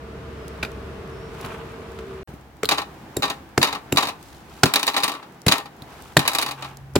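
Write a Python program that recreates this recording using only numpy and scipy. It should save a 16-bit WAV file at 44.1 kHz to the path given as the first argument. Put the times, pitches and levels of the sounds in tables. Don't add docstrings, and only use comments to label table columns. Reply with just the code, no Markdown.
import sys
import numpy as np
from scipy import signal
from scipy.fft import rfft, irfft, next_fast_len
from scipy.io import wavfile
from scipy.ndimage import map_coordinates

SR = 44100
rng = np.random.default_rng(int(sys.argv[2]) if len(sys.argv) > 2 else 0)


def unload_audio(sound):
    columns = np.transpose(np.atleast_2d(sound))
    steps = np.round(np.clip(columns, -1, 1) * 32767)
    wavfile.write(sys.argv[1], SR, steps.astype(np.int16))


N = 308253
T = np.arange(SR // 3) / SR


def amp(db):
    return 10 ** (np.asarray(db) / 20)


def unit(x):
    return x / np.sqrt(np.mean(x ** 2) + 1e-20)


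def along(points, hz):
    f, v = np.transpose(points)
    return np.interp(np.log(hz + 1), np.log(f + 1), v)


def curve(points):
    s, v = np.transpose(points)
    return np.interp(np.arange(N) / SR, s, v)


def wobble(rate_hz):
    knots = rng.standard_normal(int(N * rate_hz / SR) + 4)
    return map_coordinates(knots, [np.arange(N) * rate_hz / SR])


def noise(colour, apart_hz, size=len(T)):
    hz = np.fft.rfftfreq(size, 1 / SR)
    mid, side = rfft(rng.standard_normal((2, size))) * amp(along(colour, hz))
    side = side * hz / np.hypot(hz, apart_hz)
    return unit(irfft(np.array([mid + side, mid - side]), size))


def fade(t60_s, rise_s=0.00041):
    return amp(-60 * T / t60_s) * (1 - np.exp(-T / rise_s))


def swell(start_s, hold_s, rise_s, fall_s):
    t = np.arange(N) / SR - start_s
    before = np.maximum(-t, 0)
    after = np.maximum(t - hold_s, 0)
    return amp(-60 * (before / rise_s + after / fall_s))


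def tone(hz, waver_hz, waver_db):
    level = amp(waver_db * wobble(7))
    phase = 2 * np.pi * np.cumsum(hz + waver_hz * wobble(14)) / SR
    return unit(level * np.sin(phase))


def ring(modes, spread_rad):
    hz, db, t60_s = np.transpose(modes)[:, :, None]
    level = amp(db + 2 * rng.standard_normal(hz.shape)) * fade(t60_s)
    phase = rng.uniform(0, 2 * np.pi, hz.shape) + spread_rad * rng.standard_normal((2, *hz.shape))
    return (level * np.sin((2 * np.pi * hz * T + phase).astype(np.float32))).sum(axis=1)


def burst(colour, apart_hz, t60_s, grain_db=3.5):
    grains = amp(grain_db * map_coordinates(rng.standard_normal(len(T)), [T * 900], order=1))
    decay = fade(t60_s, rise_s=0.00036)
    return unit(noise(colour, apart_hz) * grains * decay) * np.sqrt(np.mean(decay ** 2))


def add(track, start_s, sound):
    part = track[:, round(start_s * SR):][:, :len(T)]
    part += sound[..., :part.shape[1]]


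# start_s, end_s
GAP_S = (2.232, 2.275)
# (per Hz, relative)
YARD_EARLY_COLOUR = [(25, -11.5), (59, -2.5), (114, -5.5), (200, -5.5), (300, -10), (450, -5.5),
                     (540, -16.5), (660, -10), (730, -19), (1190, -16.5), (2050, -25), (2480, -26.5),
                     (7100, -43), (16000, -51)]
YARD_LATE_COLOUR = [(25, -45), (70, -19), (140, 3), (230, -0.5), (320, 0.5), (590, -7.5), (800, -3),
                    (1100, -9.5), (1610, -12), (4000, -24.5), (11000, -34.5), (16000, -31)]
# time_s, level_db
EARLY_LEVELS = [(0, -40.5), (.5, -37.5), (1.4, -38), (2.22, -40)]
LATE_LEVELS = [(2.27, -46), (3.4, -44), (4.55, -45.5), (5.35, -46), (6.1, -43), (6.95, -47)]
# (per Hz, relative)
RUMBLE_COLOUR = [(20, -32), (40, -2), (65, 3), (110, -1.5), (220, -20.5), (500, -47.5)]
# time_s, level_db
RUMBLE_LEVELS = [(2.3, -60), (2.59, -57), (2.76, -58), (4.58, -56.5), (4.71, -70), (5.02, -75), (6.07, -54),
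                 (6.48, -59), (6.99, -49)]
EARLY_TRIM_DB, LATE_TRIM_DB, RUMBLE_TRIM_DB = 1.0, -1.5, 4.5


def yard():
    early = np.arange(N) < GAP_S[0] * SR
    before_db = curve(EARLY_LEVELS) + EARLY_TRIM_DB
    before = amp(before_db) * noise(YARD_EARLY_COLOUR, apart_hz=1070, size=N)
    after_db = curve(LATE_LEVELS) + LATE_TRIM_DB + 2.8 * wobble(3.58)
    after = amp(after_db) * noise(YARD_LATE_COLOUR, apart_hz=1230, size=N)
    rumble_db = curve(RUMBLE_LEVELS) + RUMBLE_TRIM_DB
    rumble = amp(rumble_db) * noise(RUMBLE_COLOUR, apart_hz=250, size=N)
    return np.where(early, before, after + rumble)


# time_s, level_db
HUM_LEVELS = [(0, -43.5), (1.15, -42.5), (1.7, -58), (2.2, -42), (2.3, -49.5), (5.1, -69.5), (6.99, -59)]
# start_s, hold_s, level_db
DRONE_SWELL = (6.53, .45, -45)
# pitch_hz, level_db
WHINE_TONES = [(385.6, -51), (452.3, -46.5)]
# start_s, hold_s, level_db
LOW_WHINE_SWELL = (2.094, 0.12, -43)
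OCTAVE_DB = -7.5


def motor(motor_hz=67.7):
    deep = amp(curve(HUM_LEVELS))
    start_s, hold_s, db = DRONE_SWELL
    octave = amp(OCTAVE_DB) * deep + amp(db) * swell(start_s, hold_s, rise_s=1.0, fall_s=0.5)
    hum = deep * tone(motor_hz, waver_hz=1.97, waver_db=-2.0)
    hum = hum + octave * tone(2 * motor_hz, waver_hz=1.0, waver_db=1.5)

    (low_hz, low_db), (high_hz, high_db) = WHINE_TONES
    start_s, hold_s, db = LOW_WHINE_SWELL
    low_level = amp(low_db) + amp(db) * swell(start_s, hold_s, rise_s=0.9, fall_s=0.46)
    low = low_level * tone(low_hz, waver_hz=3, waver_db=0.7)
    high = amp(high_db) * tone(high_hz, waver_hz=3, waver_db=1.4)
    return hum + (low + high) * (np.arange(N) < GAP_S[0] * SR)


# start_s (full level), hold_s, pitch_hz (at start_s), level_db (peak)
WHISTLE_CALLS = [(.42, .13, 5100, -64), (1.146, .14, 5340, -60)]
GLIDE_HZ_PER_S = 1700


def whistles():
    out = np.zeros(N)
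    for start_s, hold_s, pitch_hz, db in WHISTLE_CALLS:
        hz = pitch_hz + GLIDE_HZ_PER_S * (np.arange(N) / SR - start_s) + 80 * wobble(500)
        level = amp(db) * swell(start_s, hold_s, rise_s=0.4, fall_s=0.2)
        out += level * np.sin(2 * np.pi * np.cumsum(hz) / SR)
    return out


# start_s, level_db (ahead of the trim)
SKIN_TICKS = [(0.481, -27), (0.717, -33.5), (1.076, -41), (1.4125, -26), (1.461, -28), (1.919, -38),
              (4.228, -31), (5.4176, -30), (6.022, -28.5), (6.771, -28)]
FAINT_DB, FAINT_SCATTER_DB, TICK_TRIM_DB = -42.5, 1, -2


def skin_ticks(faint_count=26):
    out = np.zeros((2, N))
    faint = [(rng.uniform(0, N / SR), FAINT_DB + FAINT_SCATTER_DB * rng.standard_normal())
             for _ in range(faint_count)]
    for start_s, db in SKIN_TICKS + faint:
        tick = noise([(1500, -22), (5000, 1.5), (15000, -5.5)], apart_hz=5000)
        add(out, start_s, amp(db + TICK_TRIM_DB) * tick * fade(t60_s=0.0085))
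    return out


# (per Hz, relative)
CRUNCH_COLOUR = [(.08, -3), (.45, 0), (1, -1), (1.35, -8), (1.8, 2.5), (2.6, -7), (4, -9), (15, -29)]


def crunch(hz, t60_s):
    colour = [(hz * multiple, db) for multiple, db in CRUNCH_COLOUR]
    return burst(colour, apart_hz=4940, t60_s=t60_s)


# start_s, level_db
JOINT_CRACKS = [(0.6276, -29), (0.63, -20), (0.649, -29)]
# pitch_hz, level_db, t60_s
BONE_MODES = [(1378, -3, 0.085), (2430, 7, 0.02), (2590, 0.5, 0.018), (3700, 0, 0.02), (4700, -6, 0.017)]
# (per Hz, relative)
SNAP_COLOUR = [(200, -41.5), (1800, -20), (2450, -25), (3100, -1), (4200, 7.5), (5500, -15.5), (15000, -11)]


def joint():
    out = np.zeros((2, N))
    for start_s, db in JOINT_CRACKS:
        bones = ring(BONE_MODES, spread_rad=0.77)
        snap = amp(1.0) * burst(SNAP_COLOUR, apart_hz=6000, t60_s=0.0099)
        add(out, start_s, amp(db) * (bones + snap + crunch(hz=770, t60_s=0.057)))
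    return out


# start_s, hold_s, hiss_db, squelch_db
HAND_SHIFTS = [(1.35, 0.066, -55.5, -49), (1.444, .1, -53, -37), (1.65, 0.52, -61, -51),
               (4.218, 0.16, -53.5, -58), (4.506, .1, -52, -50.5), (5.15, 0.054, -62, -45.5),
               (5.907, 0.23, -53.5, -49.5), (6.59, 0.1, -52, -41)]
# (per Hz, relative)
SQUELCH_COLOUR = [(60, -24), (200, -9.5), (400, 3), (600, -5), (850, 8), (1450, 2.5), (1900, -5.5),
                  (2500, -3), (3600, -10.5), (5500, -34.5), (15000, -35)]


def handling():
    levels = np.zeros((2, N))
    for start_s, hold_s, hiss_db, squelch_db in HAND_SHIFTS:
        levels += amp([[hiss_db], [squelch_db]]) * swell(start_s, hold_s, rise_s=0.24, fall_s=0.31)
    hiss, squelch = levels
    skin = noise([(800, -5), (3500, 12.5), (15000, 0.5)], apart_hz=3000, size=N)
    slide = hiss * unit(amp(2.8 * wobble(250))) * skin
    lumps = unit(amp(3.3 * wobble(200) + 2.3 * wobble(40)))
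    sag = squelch * lumps * noise(SQUELCH_COLOUR, apart_hz=2980, size=N)
    return slide + sag


# pitch_hz, level_db (relative), t60_s
TABLE_MODES = [(127, 1.5, 0.042), (186, -10.5, 0.068), (289, -9, 0.037)]
# (per Hz, relative)
FLESH_COLOUR = [(25, -29), (70, -28), (130, -17), (190, 2.5), (240, 6), (400, -3), (700, -11.5),
                (3000, -32.5)]


def thump(flesh_db, flesh_t60_s):
    top = np.zeros(len(T))
    for k, (hz, db, t60_s) in enumerate(TABLE_MODES):
        sign = (-1) ** k
        top += sign * amp(db) * np.sin(2 * np.pi * hz * T) * fade(t60_s, rise_s=0.0017)
    flesh = noise(FLESH_COLOUR, apart_hz=2000) * fade(flesh_t60_s, rise_s=0.0048)
    return amp(-1.5) * top + amp(flesh_db) * flesh


# start_s, level_db
SETTLING_BUMPS = [(1.445, -20), (2.286, -26.5), (2.334, -26.5), (5.819, -27)]


def bumps():
    out = np.zeros((2, N))
    for start_s, db in SETTLING_BUMPS:
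        add(out, start_s, amp(db) * thump(flesh_db=-7, flesh_t60_s=0.083))
    return out


# start_s, snap_db, crunch_db
BONE_SNAPS = [(1.448, -31, -28), (1.988, -40, -31), (2.645, -21, -22), (2.655, -12.5, -29),
              (4.639, -6, -19), (5.821, -29, -53), (6.1728, -3.5, -12.5), (6.9602, -13.5, -9.5)]


def snaps():
    out = np.zeros((2, N))
    for start_s, snap_db, crunch_db in BONE_SNAPS:
        snap = amp(snap_db) * burst(SNAP_COLOUR, apart_hz=6000, t60_s=0.013)
        add(out, start_s, snap + amp(crunch_db) * crunch(hz=778, t60_s=0.028))
    return out


# start_s, sink_s (blade sinks in), crack_db, bone_hz, bone_db, blade_db, board_hz, board_db,
# board_t60_s, table_db
KNIFE_CHOPS = [(2.6325, 0.00044, -19, 740, -13, -26, 438, -9, .045, -31),
               (3.1678, 0.0028, -21.5, 1030, -27, -14.5, 370, -6.5, 0.021, -17),
               (3.578, 0.0019, -8, 830, -7.5, -20.5, 405, 0, .02, -8),
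               (3.924, 0.0027, -31, 1430, -14.5, -14.5, 380, -5.5, 0.023, -11),
               (4.634, 0.0021, 2.5, 730, 0, -26, 440, -3, .022, -2.5),
               (5.465, 0.0013, -26, 1230, -11, -15, 345, -13, .022, -3),
               (6.1684, 0.0041, -2.5, 1030, 1.5, -7.5, 387, -16.5, 0.025, -4),
               (6.956, 0.0058, -10.5, 895, -18, -18, 390, -1.5, .024, -9)]
# (per Hz, relative)
CRACK_COLOUR = [(100, -23), (800, 24), (2500, -28), (4500, 10), (8000, 5), (15000, -33.5)]
# pitch_hz, level_db (relative), t60_s
BLADE_MODES = [(3810, -10, .04), (7240, -6, 0.017), (7480, -6.5, 0.032), (10920, -3.5, .018),
               (12870, -5.5, .016)]
LEAD_IN_S, LEAD_IN_DB = 0.00252, -23.5
REBOUND_S, REBOUND_DB, REBOUND_DB_PER_DB = 0.024, -13, 0.45


def chops():
    out = np.zeros((2, N))
    for (start_s, sink_s, crack_db, bone_hz, bone_db, blade_db,
         board_hz, board_db, board_t60_s, table_db) in KNIFE_CHOPS:
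        add(out, start_s - LEAD_IN_S, amp(LEAD_IN_DB) * crunch(hz=700, t60_s=0.012))
        add(out, start_s, amp(crack_db) * burst(CRACK_COLOUR, apart_hz=8900, t60_s=0.015))
        add(out, start_s, amp(bone_db) * crunch(bone_hz, t60_s=0.025))
        add(out, start_s, amp(blade_db) * ring(BLADE_MODES, spread_rad=0.53))
        board = np.sin(2 * np.pi * board_hz * T) * fade(board_t60_s, rise_s=0.0008)
        table = thump(flesh_db=-8.0, flesh_t60_s=0.1)
        add(out, start_s + sink_s, amp(board_db) * board + amp(table_db) * table)
        rebound_db = REBOUND_DB + REBOUND_DB_PER_DB * table_db
        add(out, start_s + REBOUND_S, amp(rebound_db) * thump(flesh_db=-7, flesh_t60_s=0.083))
    return out


# start_s, length_s, first_db, last_db, hardness_db
SHAKE_SPELLS = [(2.703, 0.13, -16.5, -32, 1), (3.226, .08, -15.5, -20.5, -1.5),
                (3.629, .14, -13.5, -32.5, -3), (3.975, .13, -18.5, -25.5, 1), (4.661, 0.071, -33, -35, -7),
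                (4.759, .18, -37, -29, 7), (4.959, 0.2, -14, -29.5, 1.5), (5.511, .1, -14, -34.5, -3.5),
                (6.199, .07, -31, -25.5, -7), (6.279, 0.24, -22.5, -23, 4), (6.613, 0.038, -25, -28, -4)]
CONTACTS_PER_S, CHATTER_SCATTER_DB = 55, 3.5


def chatter():
    rows = []
    for start_s, length_s, first_db, last_db, hardness_db in SHAKE_SPELLS:
        count = round(length_s * CONTACTS_PER_S)
        progress = (np.arange(count) + rng.uniform(size=count)) / count
        scatter_db = CHATTER_SCATTER_DB * rng.standard_normal(count)
        strength_db = first_db + (last_db - first_db) * progress + scatter_db
        rows += [(start_s + length_s * p, db, hardness_db) for p, db in zip(progress, strength_db)]
    return rows


# start_s, strength_db, hardness_db
TABLE_KNOCKS = [(2.689, -7, 1.5), (2.7109, -10.5, -5), (2.718, -8.5, -12), (2.7816, -14, -3.5),
                (3.2219, -15, -1), (3.238, -14, -13), (3.3003, -19, 2), (3.615, -11, -5),
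                (3.6281, -1.5, -1), (3.727, -16, -0.5), (3.9597, -22, 5), (3.9712, -3.5, -2),
                (3.9813, -7, -10), (4.028, -14, -9), (4.071, -18.5, 1), (4.6567, -10, 1), (4.7373, -6, 7.5),
                (4.758, -3, 1), (4.7949, -17, 6.5), (4.8292, -11, 4.5), (4.8669, -15, 9.5),
                (4.8777, -6, -2.5), (4.9425, -17, -5), (4.9647, -8.5, -1.5), (5.033, -6.5, -1),
                (5.0406, -10, 8.5), (5.079, -15, 7), (5.227, -38.5, -1), (5.4818, -2.5, 2.5),
                (5.5131, -11, -2), (5.5207, -1.5, -0.5), (5.5807, -21, 8.5), (5.657, -35, 3),
                (6.1921, -10, 5), (6.277, -5.5, 7.5), (6.333, -20, 10), (6.3493, -10.5, 6),
                (6.3848, -8.5, 6), (6.4153, -21, 12), (6.4242, -14, 7.5)]
# (per Hz, relative)
CLACK_COLOUR = [(50, -50), (200, -20.5), (600, -10.5), (1100, -13.5), (1550, -0.5), (2500, -2.5),
                (3300, -5.5), (4000, 3), (5400, -8), (8000, -16), (15000, -26)]
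BUZZ_COLOUR = [(50, -50), (200, 0), (600, 1.5), (1100, -11.5), (1550, -9.5), (2500, 7), (3300, -2),
               (3900, 0), (4700, -5.5), (5500, -6.5), (8500, -13.5), (15000, -18)]
EDGE_COLOUR = [(2000, -37), (5000, -1), (7000, -0.5), (10000, 2.5), (15000, -3)]
CLATTER_COLOUR = [(60, -42), (140, -9.5), (300, -7.5), (580, -4), (820, 1), (1180, 1), (1500, -7.5),
                  (2500, -7.5), (4400, -12.5), (6000, -27.5), (15000, -37.5)]
# pitch_hz, level_db (relative), t60_s
FRAME_MODES = [(2410, -2, 0.047), (2610, -8.5, 0.052), (2920, -5, 0.054), (3750, 4, 0.055),
               (3920, 3.5, 0.047), (4140, -21, 0.043), (4700, -0.5, 0.053), (6533, -10, 0.044),
               (6830, -8, 0.042)]
PANEL_MODES = [(286.6, -9, 0.13), (419, -11.5, 0.17), (691, -13.5, 0.14), (811.7, -3, 0.16),
               (932.5, -4, 0.14), (1043, -0.5, 0.11), (1152, -1, 0.14), (1310, -5, 0.15), (1834, -8, 0.15)]
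PANEL_DB, PANEL_DB_PER_STRENGTH_DB, PANEL_DB_PER_HARDNESS_DB = -14.5, 0.52, -0.38
EDGE_DB = -14.5
CLACK_TRIM_DB, PANEL_TRIM_DB = -7.5, -2.5


def rattle(lag_s=0.00013):
    out = np.zeros((2, N))
    for start_s, db, hardness_db in TABLE_KNOCKS + chatter():
        clack = burst(CLACK_COLOUR, apart_hz=4500, t60_s=0.044)
        buzz = amp(-7) * burst(BUZZ_COLOUR, apart_hz=4000, t60_s=0.12)
        frame = amp(-7.0) * ring(FRAME_MODES, spread_rad=1.0)
        add(out, start_s, amp(db + CLACK_TRIM_DB) * (clack + buzz + frame))

        edge = burst(EDGE_COLOUR, apart_hz=2502, t60_s=0.038)
        add(out, start_s, amp(db + EDGE_DB + hardness_db) * edge)

        panel_db = PANEL_DB + PANEL_DB_PER_STRENGTH_DB * db + PANEL_DB_PER_HARDNESS_DB * hardness_db
        clatter = noise(CLATTER_COLOUR, apart_hz=3180) * fade(t60_s=0.11, rise_s=0.0017)
        panel = clatter + amp(-6.5) * ring(PANEL_MODES, spread_rad=0.15)
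        left_right = amp([[1.5], [-1.5]])
        add(out, start_s, amp(panel_db + PANEL_TRIM_DB) * panel * left_right)
    return np.array([out[0], np.roll(out[1], round(lag_s * SR))])


# freq_hz, t60_s
WALL_DECAYS = [(80, 0.085), (300, 0.37), (1000, 0.41), (4000, 0.24), (14000, 0.3)]


def walls(x):
    hz, t, z = signal.stft(rng.standard_normal((2, len(T))), SR, nperseg=256)
    decay = amp(-60 * t / along(WALL_DECAYS, hz)[:, None])
    tail = signal.istft(z * decay, SR, nperseg=256)[1]
    return signal.fftconvolve(x, tail / np.linalg.norm(tail[0]), axes=1)[:, :N]


def scene():
    outdoors = yard() + motor() + whistles()
    work = skin_ticks() + joint() + handling() + bumps() + snaps() + chops() + rattle()
    return work + amp(-14.5) * walls(work) + outdoors


def record(dry, low_cut_hz=45, top_hz=16100):
    t = np.arange(N) / SR
    x = signal.sosfilt(signal.butter(2, low_cut_hz, "highpass", fs=SR, output="sos"), dry)
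    sounding = (t < GAP_S[0]) | (t > GAP_S[1])
    x = np.clip(x * sounding, -1, 1)
    size = next_fast_len(N + SR)
    in_band = np.fft.rfftfreq(size, 1 / SR) < top_hz
    return irfft(rfft(x, size) * in_band, size)[:, :N]


dry = scene()
out = record(dry)
unload_audio(out)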